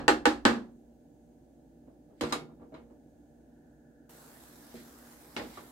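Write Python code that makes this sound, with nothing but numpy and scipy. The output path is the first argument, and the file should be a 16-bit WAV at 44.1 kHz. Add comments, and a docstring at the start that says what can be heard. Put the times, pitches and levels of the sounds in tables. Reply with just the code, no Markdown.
"""Wooden spoon and frying pan

A wooden spoon raps the rim of a full pan, then is laid on a ceramic rest on a sheet-steel stove top;
each impact excites damped modes and a short reverberation. A gas burner's faint rush, a low drone and
mains hum fill the small kitchen. Later a steady sizzle of frying, tiny bubbles bursting in fat,
cuts in abruptly, and the spoon knocks and slides on its rest as it is picked up again."""
import sys
import numpy as np
from scipy import signal
from scipy.fft import rfft, irfft, next_fast_len
from scipy.io import wavfile
from scipy.ndimage import uniform_filter1d, map_coordinates

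SR = 44100
rng = np.random.default_rng(int(sys.argv[2]) if len(sys.argv) > 2 else 0)


def unload_wav(signal):
    """Save mono or channel-first audio to the path in sys.argv[1] as 16-bit WAV at rate SR, clipped to [-1, 1]."""
    wavfile.write(
        sys.argv[1],
        SR,
        np.round(np.clip(np.atleast_2d(signal).T, -1, 1) * 32767).astype(np.int16),
    )


N = 251811
TIME = np.arange(N) / SR
LIFE = SR // 2  # samples in one impact
AGE = np.arange(LIFE) / SR
TOP_HZ = 15800

# raps on the rim, the first already decaying:
# t/s, level/dB, pan ring re level/dB, tilt/(dB per octave), factor on reverberation time
RIM_RAPS = [(-0.095, -25.5, 2, -2, 1.1), (0.0799, -24.2, 1.8, 0.5, 0.92), (0.2545, -26.5, 0.7, 0.5, 1),
            (0.4515, -21.7, -4.5, -0.9, 1.1)]
# dense spectrum of wood striking the pan: f/Hz, level/dB
RAP_SPECTRUM = [(30, -25.5), (60, -7.5), (115, -10.5), (180, -17), (250, 1.5), (560, -7.5), (1000, -1),
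                (1700, 1), (2200, -6.5), (4400, -11), (5800, -17.5), (8000, -19.5), (10000, -28),
                (15500, -37.5)]
# modes of the loaded pan: f/Hz, level/dB, T60/s
PAN_MODES = [(290.3, -10, 0.66), (311, 3.5, 0.24), (390.6, -6.5, 0.18), (492, 2.5, 0.16),
             (648, -11.5, 0.25), (727, -11.5, 0.37), (819, 0.5, 0.27), (931, 0.5, 0.14),
             (1141, -11.5, 0.23), (1204, -8, 0.2), (1298, -2, 0.17), (1414, -6, 0.17), (1514, -1.5, 0.11),
             (1710, -8.5, 0.27), (1764, -5.5, 0.16), (1863, -9.5, 0.21), (2164, -14.5, 0.19),
             (2697, -13, 0.25), (2810, -9, 0.12), (3030, -15, 0.15), (3320, -17, 0.081),
             (3954, -16.5, 0.16), (4206, -16, 0.24), (4620, -20, 0.16), (7328, -21.5, 0.15),
             (7800, -18, 0.16)]
# modes of the steel stove top: f/Hz, level/dB, T60/s
STOVE_MODES = [(56, -24, 0.98), (80, -28.5, 0.46), (152.6, -14.5, 0.6), (215, -11.5, 0.11), (236, 0, 0.5),
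               (259.4, -3.5, 0.21), (307, -2, 0.2), (360, -9, 0.42), (479, -6.5, 0.32), (548, -13.5, 0.34),
               (642, -7.5, 0.2)]
# reverberation time of the kitchen: f/Hz, T60/s
ROOM_T60 = [(100, 0.22), (260, 0.5), (700, 0.31), (1800, 0.23), (4800, 0.24), (12800, 0.22)]
# left-right coherence of the diffuse field: f/Hz, coherence
COHERENCE = [(100, 0.8), (280, 0.94), (550, 0.46), (1000, 0.26), (2000, 0.019), (12000, 0.027)]
# resonances of the burner's mixing tube: f/Hz, bandwidth/Hz, level/dB
TUBE_BANDS = [(1483, 170, 0), (1710, 150, 2)]
# course of the rush in the tube: t/s, level/dB
TUBE_LEVELS = [(1.5, -87), (3.3, -83.5), (3.65, -78), (4.05, -75), (5.7, -87)]
# hiss at the burner's ports: f/Hz, bandwidth/Hz, level/dB
PORT_BANDS = [(6540, 770, 1.5), (8100, 900, -4), (11000, 2500, -12)]
# spectrum of the kitchen's drone: f/Hz, level/dB
DRONE_SPECTRUM = [(20, -28), (55, -9), (110, -11.5), (155, -1.5), (195, -10.5), (240, -2), (300, 0.5),
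                  (400, -12.5), (780, -15), (1100, -38), (2500, -41), (16000, -44.5)]
# harmonics of the mains hum: f/Hz, level/dB
HUM_LINES = [(59.2, -69.5), (118.4, -83), (236.9, -65), (296, -74.5), (473, -74.5), (592, -75.5)]
# the spoon touching rest and stove top:
# t/s, level/dB, stove boom re level/dB, contact cut-off/Hz, share on the dish (0-1)
REST_KNOCKS = [(1.872, -59, 9, 520, 0.02), (2.097, -63.5, 7, 490, 0.02), (2.2095, -38, 4.5, 12000, 0.2),
               (2.222, -39.5, 5.5, 1400, 0.1), (2.2351, -43, 3.5, 4200, 0.7), (2.312, -48.5, 4, 2000, 0.5),
               (2.324, -34, -5, 12040, 0.7), (2.412, -58, 14, 380, 0.2), (2.49, -62, 3, 690, 1),
               (2.595, -58.5, 3, 600, 0.3), (2.616, -57.5, 6, 646, 0.9), (2.722, -57, 8, 950, 0.15),
               (2.741, -56.5, 9.5, 2900, 0.95), (2.782, -66, 15, 1500, 0.1), (2.899, -57.5, -2.5, 550, 0),
               (4.741, -55, 11, 340, 0.03), (5.3645, -37.8, -3.5, 7000, 0),
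               (5.395, -43.5, -0.5, 2000, 0.04), (5.439, -56, 9, 500, 0.1), (5.572, -49, -14, 2130, 0.55)]
# dense spectrum of wood striking the rest: f/Hz, level/dB
KNOCK_SPECTRUM = [(30, -42), (70, -5), (170, -9.5), (280, 1.5), (560, -7), (800, -3), (1150, -7.5),
                  (1550, -6.5), (2300, -9), (4400, -11.5), (6000, -18.5), (8500, -21.5), (10500, -21.5),
                  (15500, -33)]
# hollow stove-top tones and the spoon's woody ring, heard when the spoon knocks: f/Hz, level/dB, T60/s
HOLLOW_MODES = [(487, 3, 0.13), (572, -0.5, 0.26), (621, 1.5, 0.22), (830, -9, 0.54), (1310, -11, 0.17),
                (2190, 0.5, 0.11), (2630, -8, 0.17), (2860, -3, 0.061), (2930, -4, 0.1), (3320, -16, 0.13),
                (3600, -9, 0.16), (4830, -9, 0.15), (5070, -9, 0.19)]
# modes of the ceramic rest: f/Hz, level/dB, T60/s
DISH_MODES = [(974, -2, 0.2), (1048, 0, 0.15), (1161, 5, 0.12), (1228, -9, 0.29), (1382, -7, 0.32),
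              (2190, -9, 0.25), (3350, -20, 0.19), (3740, -18, 0.32), (3870, -1, 0.12), (4085, -0.5, 0.12),
              (5130, -7, 0.14), (6240, -11, 0.11), (6570, -11, 0.14), (6940, -10, 0.2), (7560, -6.5, 0.13),
              (8170, -7, 0.09), (8920, -10, 0.15), (12100, -14, 0.11)]
# drags over the glaze: midpoint t/s, half duration/s, level/dB
SLIDE_STROKES = [(2.302, 0.072, -54.5), (4.784, 0.05, -58), (5.439, 0.053, -57.5), (5.563, 0.074, -58.5)]
# friction of wood on glaze: f/Hz, bandwidth/Hz, level/dB
FRICTION_BANDS = [(3360, 990, -1.5), (4540, 2400, 2), (2000, 750, 7), (7700, 1400, -2),
                  (11900, 5000, -15.5)]
# spectrum of the frying: f/Hz, level/dB
SIZZLE_SPECTRUM = [(200, -13.5), (400, 1.5), (800, 1.5), (1100, -1), (1700, -2.5), (2100, -8.5),
                   (2600, -12), (3100, -10.5), (3800, -8.5), (6000, -10), (8000, -8), (9500, -10),
                   (12000, -7), (15500, -11)]


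def amp(db):
    """Amplitude ratio: a factor of ten for every 20 dB."""
    return 10 ** (np.asarray(db) / 20)


def unit(x):
    """Normalisation to unit rms."""
    return x / np.sqrt(np.mean(x ** 2) + 1e-20)


def along(points, hz):
    """Interpolation on a logarithmic frequency axis."""
    f, value = np.transpose(points)
    return np.interp(np.log(hz + 1), np.log(f + 1), value)


def filtered(x, gain):
    """Minimum-phase filtering: folding the cepstrum gives a causal response of magnitude gain(f)."""
    n = x.shape[-1]
    m = 2 * next_fast_len(n)
    magnitude = np.maximum(gain(np.fft.rfftfreq(m, 1 / SR)), 1e-6)
    cepstrum = irfft(np.log(magnitude))
    cepstrum[1:m // 2] *= 2
    cepstrum[m // 2 + 1:] = 0
    return irfft(rfft(x, m) * np.exp(rfft(cepstrum)), m)[..., :n]


def spread(hz):
    """Mid-side angle of a diffuse field, which is coherent between two points only in the bass."""
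    return np.arccos(np.clip(along(COHERENCE, hz), -1, 1)) / 2


def diffuse(pair):
    """Mid-side mixing makes two independent signals a partly coherent left and right."""
    n = pair.shape[-1]
    turn = spread(np.fft.rfftfreq(n, 1 / SR))
    mid, side = irfft(rfft(pair) * [np.cos(turn), np.sin(turn)], n)
    return np.array([mid + side, mid - side])


def add(track, s, sound):
    """Linear superposition of a sound on the track from time s."""
    start = round(s * SR)
    part = sound[:, max(-start, 0):N - start]
    track[:, max(start, 0):][:, :part.shape[1]] += part


def clack(colour, length, rise_s, crack_db, crack_s):
    """An impact is heard as a brief direct crack and an exponentially decaying reverberant tail."""
    hz, t, spectra = signal.stft(diffuse(rng.standard_normal((2, LIFE))), SR, nperseg=256)
    fade_db = -60 * t / (length * along(ROOM_T60, hz)[:, None])
    tail = signal.istft(spectra * amp(fade_db), SR, nperseg=256)[1][:, :LIFE]
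    crack = amp(crack_db) * np.exp(-(AGE / crack_s) ** 2) * diffuse(rng.standard_normal((2, LIFE)))
    onset = 1 - np.exp(-AGE / rise_s)
    tail, crack = filtered(np.array([tail, crack]) * onset, colour)
    head_rms = np.sqrt(np.mean(tail[:, :SR // 32] ** 2))
    return (tail + crack) / head_rms


def rim_tick(hz, delay_s, width_s):
    """A short pulse has a wide band: the spoon's edge catches the rim with one bright snap."""
    pulse = np.exp(-((AGE - delay_s) / width_s) ** 2)
    return pulse * np.sin(2 * np.pi * (hz * AGE + rng.random((2, 1))))


def softness(hz, contact_hz):
    """A compliant contact acts as a second-order low-pass on the blow."""
    return 1 / np.hypot(1, (hz / contact_hz) ** 2)


def ring(modes, contact_hz, swell_cycles, scatter_db, direct, direct_s, blur):
    """Free vibration: each damped mode builds up, drops as the direct sound dies, then lingers."""
    hz, db, t60 = np.transpose(modes)[:, :, None]
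    strength, phase, lead = rng.standard_normal((len(modes), 3)).T[:, :, None]
    envelope = amp(db + scatter_db * strength - 60 * AGE / t60)
    envelope *= 1 - np.exp(-AGE * hz / swell_cycles)
    envelope *= softness(hz, contact_hz) * (1 + direct * np.exp(-(AGE / direct_s) ** 2))
    # arriving reflections perturb each mode's phase and amplitude
    shift, swing = blur * signal.resample(rng.standard_normal((2, len(modes), 30)), LIFE, axis=2)
    angle = 2 * np.pi * (hz * AGE + phase) + shift
    envelope *= 1 + swing / 2
    side_phase = np.sign(lead) * spread(hz)
    return np.array([np.sum(envelope * np.sin(angle + side * side_phase), 0) for side in (1, -1)])


def raps():
    """Impact excitation: wood strikes the food-damped pan; the grate passes the blow to the stove top."""
    track = np.zeros((2, N))
    for s, db, ring_db, tilt, length in RIM_RAPS:
        colour = lambda hz: amp(along(RAP_SPECTRUM, hz) + tilt * np.log2((hz + 1) / 1000))
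        wood = clack(colour, length, rise_s=0.0004, crack_db=8, crack_s=0.0026)
        tick = rim_tick(hz=7485, delay_s=0.0023, width_s=0.00024)
        pan = ring(PAN_MODES, TOP_HZ, swell_cycles=3, scatter_db=0.6,
                   direct=0.8, direct_s=0.027, blur=0.45)
        stove = ring(STOVE_MODES, TOP_HZ, swell_cycles=3.7, scatter_db=4.5,
                     direct=0.77, direct_s=0.046, blur=0.59)
        add(track, s, amp(db) * (wood + amp(ring_db) * pan) + amp(-21.5) * tick + amp(-26.5) * stove)
    return track


def wobble(per_s):
    """Random modulation: a smooth curve through per_s Gaussian values a second."""
    knots = rng.standard_normal(int(N * per_s / SR) + 4)
    return map_coordinates(knots, [TIME * per_s], mode="nearest")


def band_noise(peaks):
    """Resonances shape white noise into bell-shaped bands; the sum has unit rms."""
    gain = lambda hz: sum(amp(db) / (1 + (2 * (hz - centre) / width) ** 2) for centre, width, db in peaks)
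    return unit(filtered(diffuse(rng.standard_normal((2, N))), gain))


def burner():
    """Flow noise: gas excites the resonances of the mixing tube and hisses faintly at the ports."""
    tube_db = np.interp(TIME, *np.transpose(TUBE_LEVELS)) + 0.72 * wobble(4.5)
    tube = amp(tube_db) * band_noise(TUBE_BANDS)
    ports = amp(-88.0 + 1.5 * wobble(5)) * band_noise(PORT_BANDS)
    return tube + ports


def drone():
    """A continuous spectrum of low kitchen noise carries the line spectrum of a wavering mains hum."""
    noise = diffuse(rng.standard_normal((2, N)))
    air = unit(filtered(noise, lambda hz: amp(along(DRONE_SPECTRUM, hz))))
    hum = sum(amp(db) * np.sqrt(2) * np.sin(2 * np.pi * hz * TIME + 0.4 * wobble(3.2))
              for hz, db in HUM_LINES)
    return amp(-59.5 + 0.6 * wobble(1.7)) * air + hum


def knocks():
    """Contact time sets the attack: as the spoon rocks on its rest, gentle blows thump, firm ones snap."""
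    firm_db, firm_rise_s, doubling_db = -36.5, 0.0005, 5.5
    track = np.zeros((2, N))
    for s, db, boom_db, contact_hz, on_dish in REST_KNOCKS:
        rise_s = firm_rise_s * 2 ** ((firm_db - db) / doubling_db)
        colour = lambda hz: amp(along(KNOCK_SPECTRUM, hz)) * softness(hz, contact_hz)
        wood = clack(colour, length=0.98, rise_s=rise_s, crack_db=5.0, crack_s=0.0023)
        stove = ring(STOVE_MODES, contact_hz, swell_cycles=0.41, scatter_db=3.5,
                     direct=0.19, direct_s=0.005, blur=0.41)
        hollow = ring(HOLLOW_MODES, contact_hz, swell_cycles=1, scatter_db=2,
                      direct=0.8, direct_s=0.003, blur=0.7)
        dish = ring(DISH_MODES, contact_hz, swell_cycles=2.3, scatter_db=1.0,
                    direct=0.33, direct_s=0.0039, blur=0.7)
        # a knock off the dish sounds hollow; one on the dish clinks
        ringing = amp(-4) * (1 - on_dish) * hollow + amp(2) * np.sqrt(on_dish) * dish
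        add(track, s, amp(db) * (wood + amp(boom_db) * stove + ringing))
    return track


def slides():
    """Sliding friction: the spoon drags softly and unevenly over the glaze."""
    strokes = sum(amp(db) * np.exp(-((TIME - s) / half) ** 2) for s, half, db in SLIDE_STROKES)
    return strokes * amp(1.7 * wobble(160)) * band_noise(FRICTION_BANDS)


def sizzle(start_s, pops_per_s, size_spread, hiss_db, patchy_db):
    """Shot noise: tiny bubbles burst in the fat and merge into a hiss; patches flare up and settle."""
    steady_db, onset_db, settle_s = -56.5, 1.5, 0.11
    bursts = rng.random((2, N)) < pops_per_s / SR
    sizes = rng.standard_normal((2, N)) * np.exp(size_spread * rng.standard_normal((2, N)))
    hiss = amp(hiss_db) * rng.standard_normal((2, N))
    spectra = signal.stft(diffuse(unit(bursts * sizes) + hiss), nperseg=512)[2]
    patches = uniform_filter1d(rng.standard_normal(spectra.shape[1:]), size=6, axis=0)  # over frequency
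    patches = uniform_filter1d(patches, size=16, axis=1)  # over time
    fizz = signal.istft(spectra * amp(patchy_db * unit(patches)), nperseg=512)[1][:, :N]
    fizz = unit(filtered(fizz, lambda hz: amp(along(SIZZLE_SPECTRUM, hz))))
    level_db = steady_db + onset_db * np.exp(-np.abs(TIME - start_s) / settle_s) + 0.087 * wobble(23)
    return amp(level_db) * (TIME > start_s) * fizz


def scene():
    """The pressures of the nearby sources add, a little louder on the right."""
    frying = sizzle(start_s=4.093, pops_per_s=9000, size_spread=0.51, hiss_db=-1.5, patchy_db=1.66)
    contacts = raps() + knocks() + slides()
    return (contacts + frying + burner() + drone()) * amp([[-0.7], [0.7]])


def record(dry):
    """Band limiting: an ideal low-pass removes everything above TOP_HZ."""
    m = next_fast_len(N + SR)
    passband = np.fft.rfftfreq(m, 1 / SR) < TOP_HZ
    return irfft(rfft(dry, m) * passband, m)[:, :N]


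dry = scene()
out = record(dry)
unload_wav(out)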